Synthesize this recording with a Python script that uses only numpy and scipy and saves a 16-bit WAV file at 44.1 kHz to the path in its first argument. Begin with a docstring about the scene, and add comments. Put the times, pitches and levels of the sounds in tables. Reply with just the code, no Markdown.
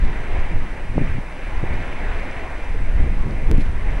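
"""Gentle surf on a beach: small waves roar dully, foam washes over the sand and bubbles burst on it.
The microphone is on a hand-held camera, out in the wind, whose eddies rumble and flutter right on it.
Closest of all, the camera takes a few bumps and knocks, ticks twice and is brushed by the hand.
Its electronics add faint hiss and a thin whine. Nearly mono, the left channel's treble a hair late."""
import sys
import numpy as np
from scipy import signal
from scipy.fft import rfft, irfft, next_fast_len
from scipy.io import wavfile
from scipy.ndimage import uniform_filter1d, map_coordinates

SR = 44100
rng = np.random.default_rng(int(sys.argv[2]) if len(sys.argv) > 2 else 0)


def generate_wav(sig):
    """Save sig (samples, or channels by samples) to the path in sys.argv[1] as 16-bit PCM at SR."""
    pcm = np.round(np.clip(np.atleast_2d(sig).T, -1, 1) * 32767).astype(np.int16)
    wavfile.write(sys.argv[1], SR, pcm)


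N = 176400
T = np.arange(N) / SR

# The wash of the waves. Each row: time in seconds, relative foam level in dB, relative roar level in dB.
SURF_LEVELS = [(0, -38.5, -39.5), (.17, -37.5, -36), (.27, -38.5, -38.5), (.39, -36.5, -37.5),
               (.54, -40, -41.5), (.92, -42, -42), (1.02, -39, -41.5), (1.1, -38.5, -40),
               (1.22, -42, -42.5), (1.54, -38.5, -38.5), (1.64, -38.5, -40.5), (1.77, -36.5, -37.5),
               (1.99, -38, -37.5), (2.12, -36, -37), (2.5, -39, -38), (2.75, -40.5, -41.5),
               (3.2, -41.5, -39.5), (3.75, -41.5, -43), (4, -38.5, -38)]


def amp(db):
    """Gain from dB."""
    return 10 ** (np.asarray(db) / 20)


def unit(x):
    """x at rms 1."""
    return x / np.sqrt(np.mean(x ** 2) + 1e-20)


def along(points, hz):
    """The value at hz between (Hz, value) points, on a log frequency axis."""
    point_hz, values = np.transpose(points)
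    return np.interp(np.log(hz + 1), np.log(point_hz + 1), values)


def curves(rows):
    """One value per sample for each column after the time."""
    times, *columns = np.transpose(rows)
    return [np.interp(T, times, column) for column in columns]


def swells(rows):
    """A sum of bell-shaped envelopes, one for each (middle s, dB, half length s)."""
    return sum(amp(db) * np.exp(-((T - middle) / half) ** 2) for middle, db, half in rows)


def wobble(rate):
    """A smooth random curve, rate knots a second."""
    return map_coordinates(rng.standard_normal(1024), [T * rate], mode="wrap")


def filtered(x, response):
    """x through a filter whose gain is response(hz)."""
    size = next_fast_len(N + SR // 2)
    hz = np.fft.rfftfreq(size, 1 / SR)
    return irfft(rfft(x, size) * response(hz), size)[..., :N]


def dull(x, top_hz):
    """x with everything above top_hz falling away."""
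    return filtered(x, lambda hz: np.exp(-.5 * (hz / top_hz) ** 4))


def noise(spectrum):
    """Noise of rms 1, coloured by (Hz, dB) points and rolling off above the last."""
    top_hz = spectrum[-1][0]
    colour = lambda hz: amp(along(spectrum, hz)) / np.maximum(hz / top_hz, 1) ** 2
    return unit(filtered(rng.standard_normal(N), colour))


def patchy(x, depth_db):
    """x with patches of random gain in time and frequency, at rms 1."""
    cells = signal.stft(x, nperseg=512)[2]
    patches = uniform_filter1d(rng.standard_normal(cells.shape), size=7, axis=0)
    patches = unit(uniform_filter1d(patches, size=14, axis=1))
    return unit(signal.istft(cells * amp(depth_db * patches), nperseg=512)[1][:N])


def even(x, span_s):
    """x at rms 1, its chance swells slower than span_s smoothed out."""
    power = np.abs(signal.hilbert(x)) ** 2
    slow_power = np.abs(uniform_filter1d(power, size=max(int(span_s * SR), 1)))
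    return unit(x / np.sqrt(slow_power + 1e-6))


def electronics():
    """The camera's noise floor: steady hiss and a cluster of thin tones."""
    # The whine. Each row: frequency in Hz, rms level in dB.
    tones = [(10714.5, -75), (10796, -77), (10633, -87), (10878, -88), (10959, -87)]
    # Colour of the hiss. Each row: frequency in Hz, relative density in dB.
    hiss_spectrum = [(1000, 5), (5800, 5), (7200, 1), (8100, 4), (8850, 8.5), (9600, 0.5), (11000, -4),
                     (13000, -8), (15700, -13)]
    whine = sum(amp(db) * np.sqrt(2) * np.sin(2 * np.pi * (hz * T + rng.random())) for hz, db in tones)
    return whine + amp(-57) * noise(hiss_spectrum)


def bumps():
    """Soft bumps on the camera ring, heavily damped, and its body dulls them."""
    # Each row: start in seconds, relative level in dB, pitch in Hz, seconds to fall 60 dB.
    hits = [(.972, -21, 170, 0.0083), (0.9842, -15.5, 202, 0.014), (1.184, -16, 172, 0.019),
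            (1.63, -15, 121, 0.039), (1.638, -13.5, 350, 0.013), (3.5, -16.5, 72.6, 0.28),
            (3.582, -14, 225, 0.028)]
    attack_s = 0.00094
    out = np.zeros(N)
    for start, db, hz, t60 in hits:
        age = np.maximum(T - start, 0)
        envelope = 2 * amp(db - 60 * age / t60) * (1 - np.exp(-age / attack_s))
        out -= envelope * np.sin(2 * np.pi * hz * age)
    return dull(out, top_hz=800)


def knocks():
    """Firmer knocks on the camera: the push builds up, lets go and springs back."""
    # Each row: moment of release in seconds, level in dB before dulling, treble cutoff in Hz.
    hits = [(0.9808, -2.5, 920), (1.0187, -11, 560), (3.5851, -6.5, 342)]
    press_s, rebound_s, rebound_share = 0.0015, 0.0013, 0.36
    out = np.zeros(N)
    for release, db, top_hz in hits:
        gap = np.abs(T - release)
        press = -np.exp(-gap / press_s)
        rebound = rebound_share * np.exp(-gap / rebound_s)
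        out += amp(db) * dull(np.where(T < release, press, rebound), top_hz)
    return out


def sinking_rumble():
    """After the first knock a gust eddy's narrow rumble sinks in pitch and fades."""
    start_s, length_s, glide_s = .98, 0.17, .045
    from_hz, to_hz = 460, 96
    age = np.maximum(T - start_s, 0)
    hz = to_hz + (from_hz - to_hz) * np.exp(-age / glide_s)
    phase = 2 * np.pi * np.cumsum(hz) / SR + 0.51 * wobble(rate=50)  # jitter roughens the tone
    arch = np.sin(np.pi * np.minimum(age / length_s, 1))
    return amp(-27.5 + 2.8 * wobble(rate=66)) * arch * np.sin(phase)


def ticks():
    """The camera ticks twice: a sudden edge that dies at once."""
    # Each row: start in seconds, peak in dB.
    edges = [(3.5143, -11), (3.5787, -22)]
    decay_s = 0.0013
    return -sum(amp(db) * (T >= start) * np.exp(-np.abs(T - start) / decay_s) for start, db in edges)


def brushes():
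    """The hand slides lightly over the camera in two short hisses."""
    # Each row: middle in seconds, level in dB, half length in seconds.
    strokes = [(3.611, -45, 0.015), (3.66, -54, 0.022)]
    # Colour of rubbing skin. Each row: frequency in Hz, relative density in dB.
    skin_spectrum = [(1000, -11), (3000, 15), (7000, 0), (9200, -4), (11200, 3), (13000, -22), (16000, -28)]
    return swells(strokes) * noise(skin_spectrum)


def wind():
    """Large eddies rumble and buffet on the microphone; small ones flutter and puff in the gusts."""
    # Strength and roughness of the air flow. Each row: time in seconds, relative level in dB.
    strength = [(0, -14.5), (.04, -10.5), (.13, -20.5), (.24, -23), (.38, -14.5), (.47, -18), (.56, -11),
                (.63, -18.5), (.76, -29), (.86, -22.5), (.95, -19.5), (1.1, -15), (1.3, -32), (1.48, -24.5),
                (1.57, -17), (1.64, -22.5), (1.74, -15.5), (1.85, -25), (2.02, -22.5), (2.1, -19),
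                (2.2, -21.5), (2.28, -27.5), (2.62, -25.5), (2.76, -16.5), (2.88, -15.5), (3.02, -12),
                (3.11, -18.5), (3.2, -14), (3.3, -22.5), (3.42, -18.5), (3.53, -8), (3.63, -14.5),
                (3.7, -18), (3.79, -19), (3.88, -16), (4, -20)]
    roughness = [(0, -46), (.04, -33.5), (.2, -40.5), (.4, -44), (.48, -45), (.54, -31), (.62, -35),
                 (.67, -42.5), (.9, -40.5), (.97, -24.5), (1.03, -29.5), (1.12, -40), (1.18, -30),
                 (1.22, -49.5), (1.55, -42.5), (1.77, -33.5), (1.86, -46), (2.65, -49), (2.76, -37.5),
                 (2.88, -45), (3, -29), (3.12, -31.5), (3.2, -36), (3.26, -26.5), (3.41, -39.5),
                 (3.53, -22), (3.62, -33.5), (3.82, -37), (4, -35)]
    # Low buffets and sharp puffs. Each row: middle in seconds, level in dB, half length in seconds.
    buffet_swells = [(.375, -21.5, 0.034), (.57, -29, 0.031), (1.73, -24, 0.028), (3.08, -18.5, 0.04),
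                     (3.2, -25, 0.025), (3.69, -24.5, 0.022)]
    puff_swells = [(2.752, -30, 0.0091), (3.07, -36, 0.033), (3.52, -23.5, 0.022)]
    # Colours of the four layers. Each row: frequency in Hz, relative density in dB.
    rumble_spectrum = [(3, -8), (8, 3), (14, 6), (22, 2), (33, -2), (50, -9), (72, -13.5), (110, -24),
                       (200, -41), (400, -70)]
    flutter_spectrum = [(40, -17), (80, -0.5), (125, 3), (230, -5), (350, -12), (550, -20.5), (1000, -46),
                        (3000, -78)]
    buffet_spectrum = [(10, -8), (35, -1), (70, 1), (110, -12.5), (200, -27.5)]
    puff_spectrum = [(80, 3.5), (220, 5.5), (380, 5.5), (550, -7), (900, -16), (2000, -66)]
    trim_db = 1
    rumble_db = curves(strength)[0] + trim_db
    rumble = amp(rumble_db) * even(noise(rumble_spectrum), span_s=0.104)
    flutter_db = curves(roughness)[0] + trim_db + 2.6 * wobble(rate=66)
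    flutter = amp(flutter_db) * even(noise(flutter_spectrum), span_s=0.066)
    buffets = swells(buffet_swells) * even(noise(buffet_spectrum), span_s=0.031)
    puffs = swells(puff_swells) * even(noise(puff_spectrum), span_s=0.015)
    return rumble + buffets + flutter + puffs


def bubbles():
    """Bubbles burst on the wet sand: a few clear pings, and many faint ones as loud as the foam allows."""
    # The clear pops. Each row: start in seconds, peak in dB, pitch in Hz.
    clear = [(.051, -31, 3830), (.465, -38, 3900), (1.82, -38, 4200), (2.087, -34, 3600),
             (2.198, -37, 4700), (2.313, -34, 5400), (2.414, -39, 4200), (3.309, -34, 4500)]
    faint_per_s, lowest_hz, ring_cycles = 64, 3240, 13.4  # a pop falls 60 dB in ring_cycles
    foam_db, _ = curves(SURF_LEVELS)
    when, octaves, faintness = rng.random((int(faint_per_s * N / SR), 3)).T
    starts = when * T[-1]
    peaks_db = np.interp(starts, T, foam_db) - 2 - 11 * faintness
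    faint = zip(starts, peaks_db, lowest_hz * 2 ** octaves)
    out = np.zeros(N + SR)
    age = T[:SR // 100]
    for start, db, hz in [*clear, *faint]:
        ping = amp(db - 60 * age * hz / ring_cycles) * np.sin(2 * np.pi * hz * age)
        out[int(start * SR):][:len(ping)] += ping
    return out[:N]


def surf():
    """Small waves roar dully and their foam washes over the sand; a faint part of the wash is wide."""
    # Colours of the three layers. Each row: frequency in Hz, relative density in dB.
    foam_spectrum = [(600, -59), (1200, -5.5), (1550, -1), (2050, 1.5), (2450, -2), (3000, -11.5),
                     (3400, -17), (3800, -17.5), (4300, -25), (5000, -29.5), (6000, -28.5), (7500, -37),
                     (8800, -39), (10000, -41), (15000, -64)]
    roar_spectrum = [(40, -10), (120, -1.5), (250, 1.5), (450, 0.3), (800, -0.5), (1050, -3), (1300, -13),
                     (2000, -18), (4000, -31.5)]
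    wide_spectrum = [(100, -50), (300, -36), (550, -35), (950, -38.5), (2050, 6), (3000, 3), (4200, -6),
                     (6000, -5), (7500, -10), (8800, -13), (11000, -12), (15700, -19)]
    foam_trim_db, roar_trim_db, wide_db = 0.5, 3, -65.5
    foam_db, roar_db = curves(SURF_LEVELS)
    foam_gain = amp(foam_db + foam_trim_db + 0.31 * wobble(rate=7.7))
    foam = foam_gain * patchy(noise(foam_spectrum), depth_db=1.0)
    roar_gain = amp(roar_db + roar_trim_db + 0.37 * wobble(rate=6.4))
    roar = roar_gain * patchy(noise(roar_spectrum), depth_db=1.5)
    wide = amp(wide_db + .5 * (foam_db - foam_db.mean())) * noise(wide_spectrum)
    return foam + roar + wide * np.array([[1], [-1]])  # opposite polarity left and right


def scene():
    """The beach as it reaches the microphone, plus the camera's own noises and one sinking gust."""
    beach = wind() + surf() + bubbles()
    close_sounds = bumps() + knocks() + ticks() + brushes() + sinking_rumble()
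    return beach + close_sounds + electronics()


def record(dry):
    """The camera's stereo microphone: the left channel trails slightly and the top treble is cut."""
    # How far left trails right. Each row: frequency in Hz, phase lag in radians.
    left_lag = [(60, 0.00069), (300, 0.0015), (800, 0.012), (1350, 0.01), (2000, 0.25), (4200, 0.42),
                (6000, 0.76), (8800, 1.24), (14000, 2.1)]
    top_hz = 15750
    lag = lambda hz: np.exp(.5j * along(left_lag, hz) * np.array([[-1], [1]]))
    return filtered(dry, lambda hz: lag(hz) * (hz < top_hz))


dry = scene()
out = record(dry)
generate_wav(out)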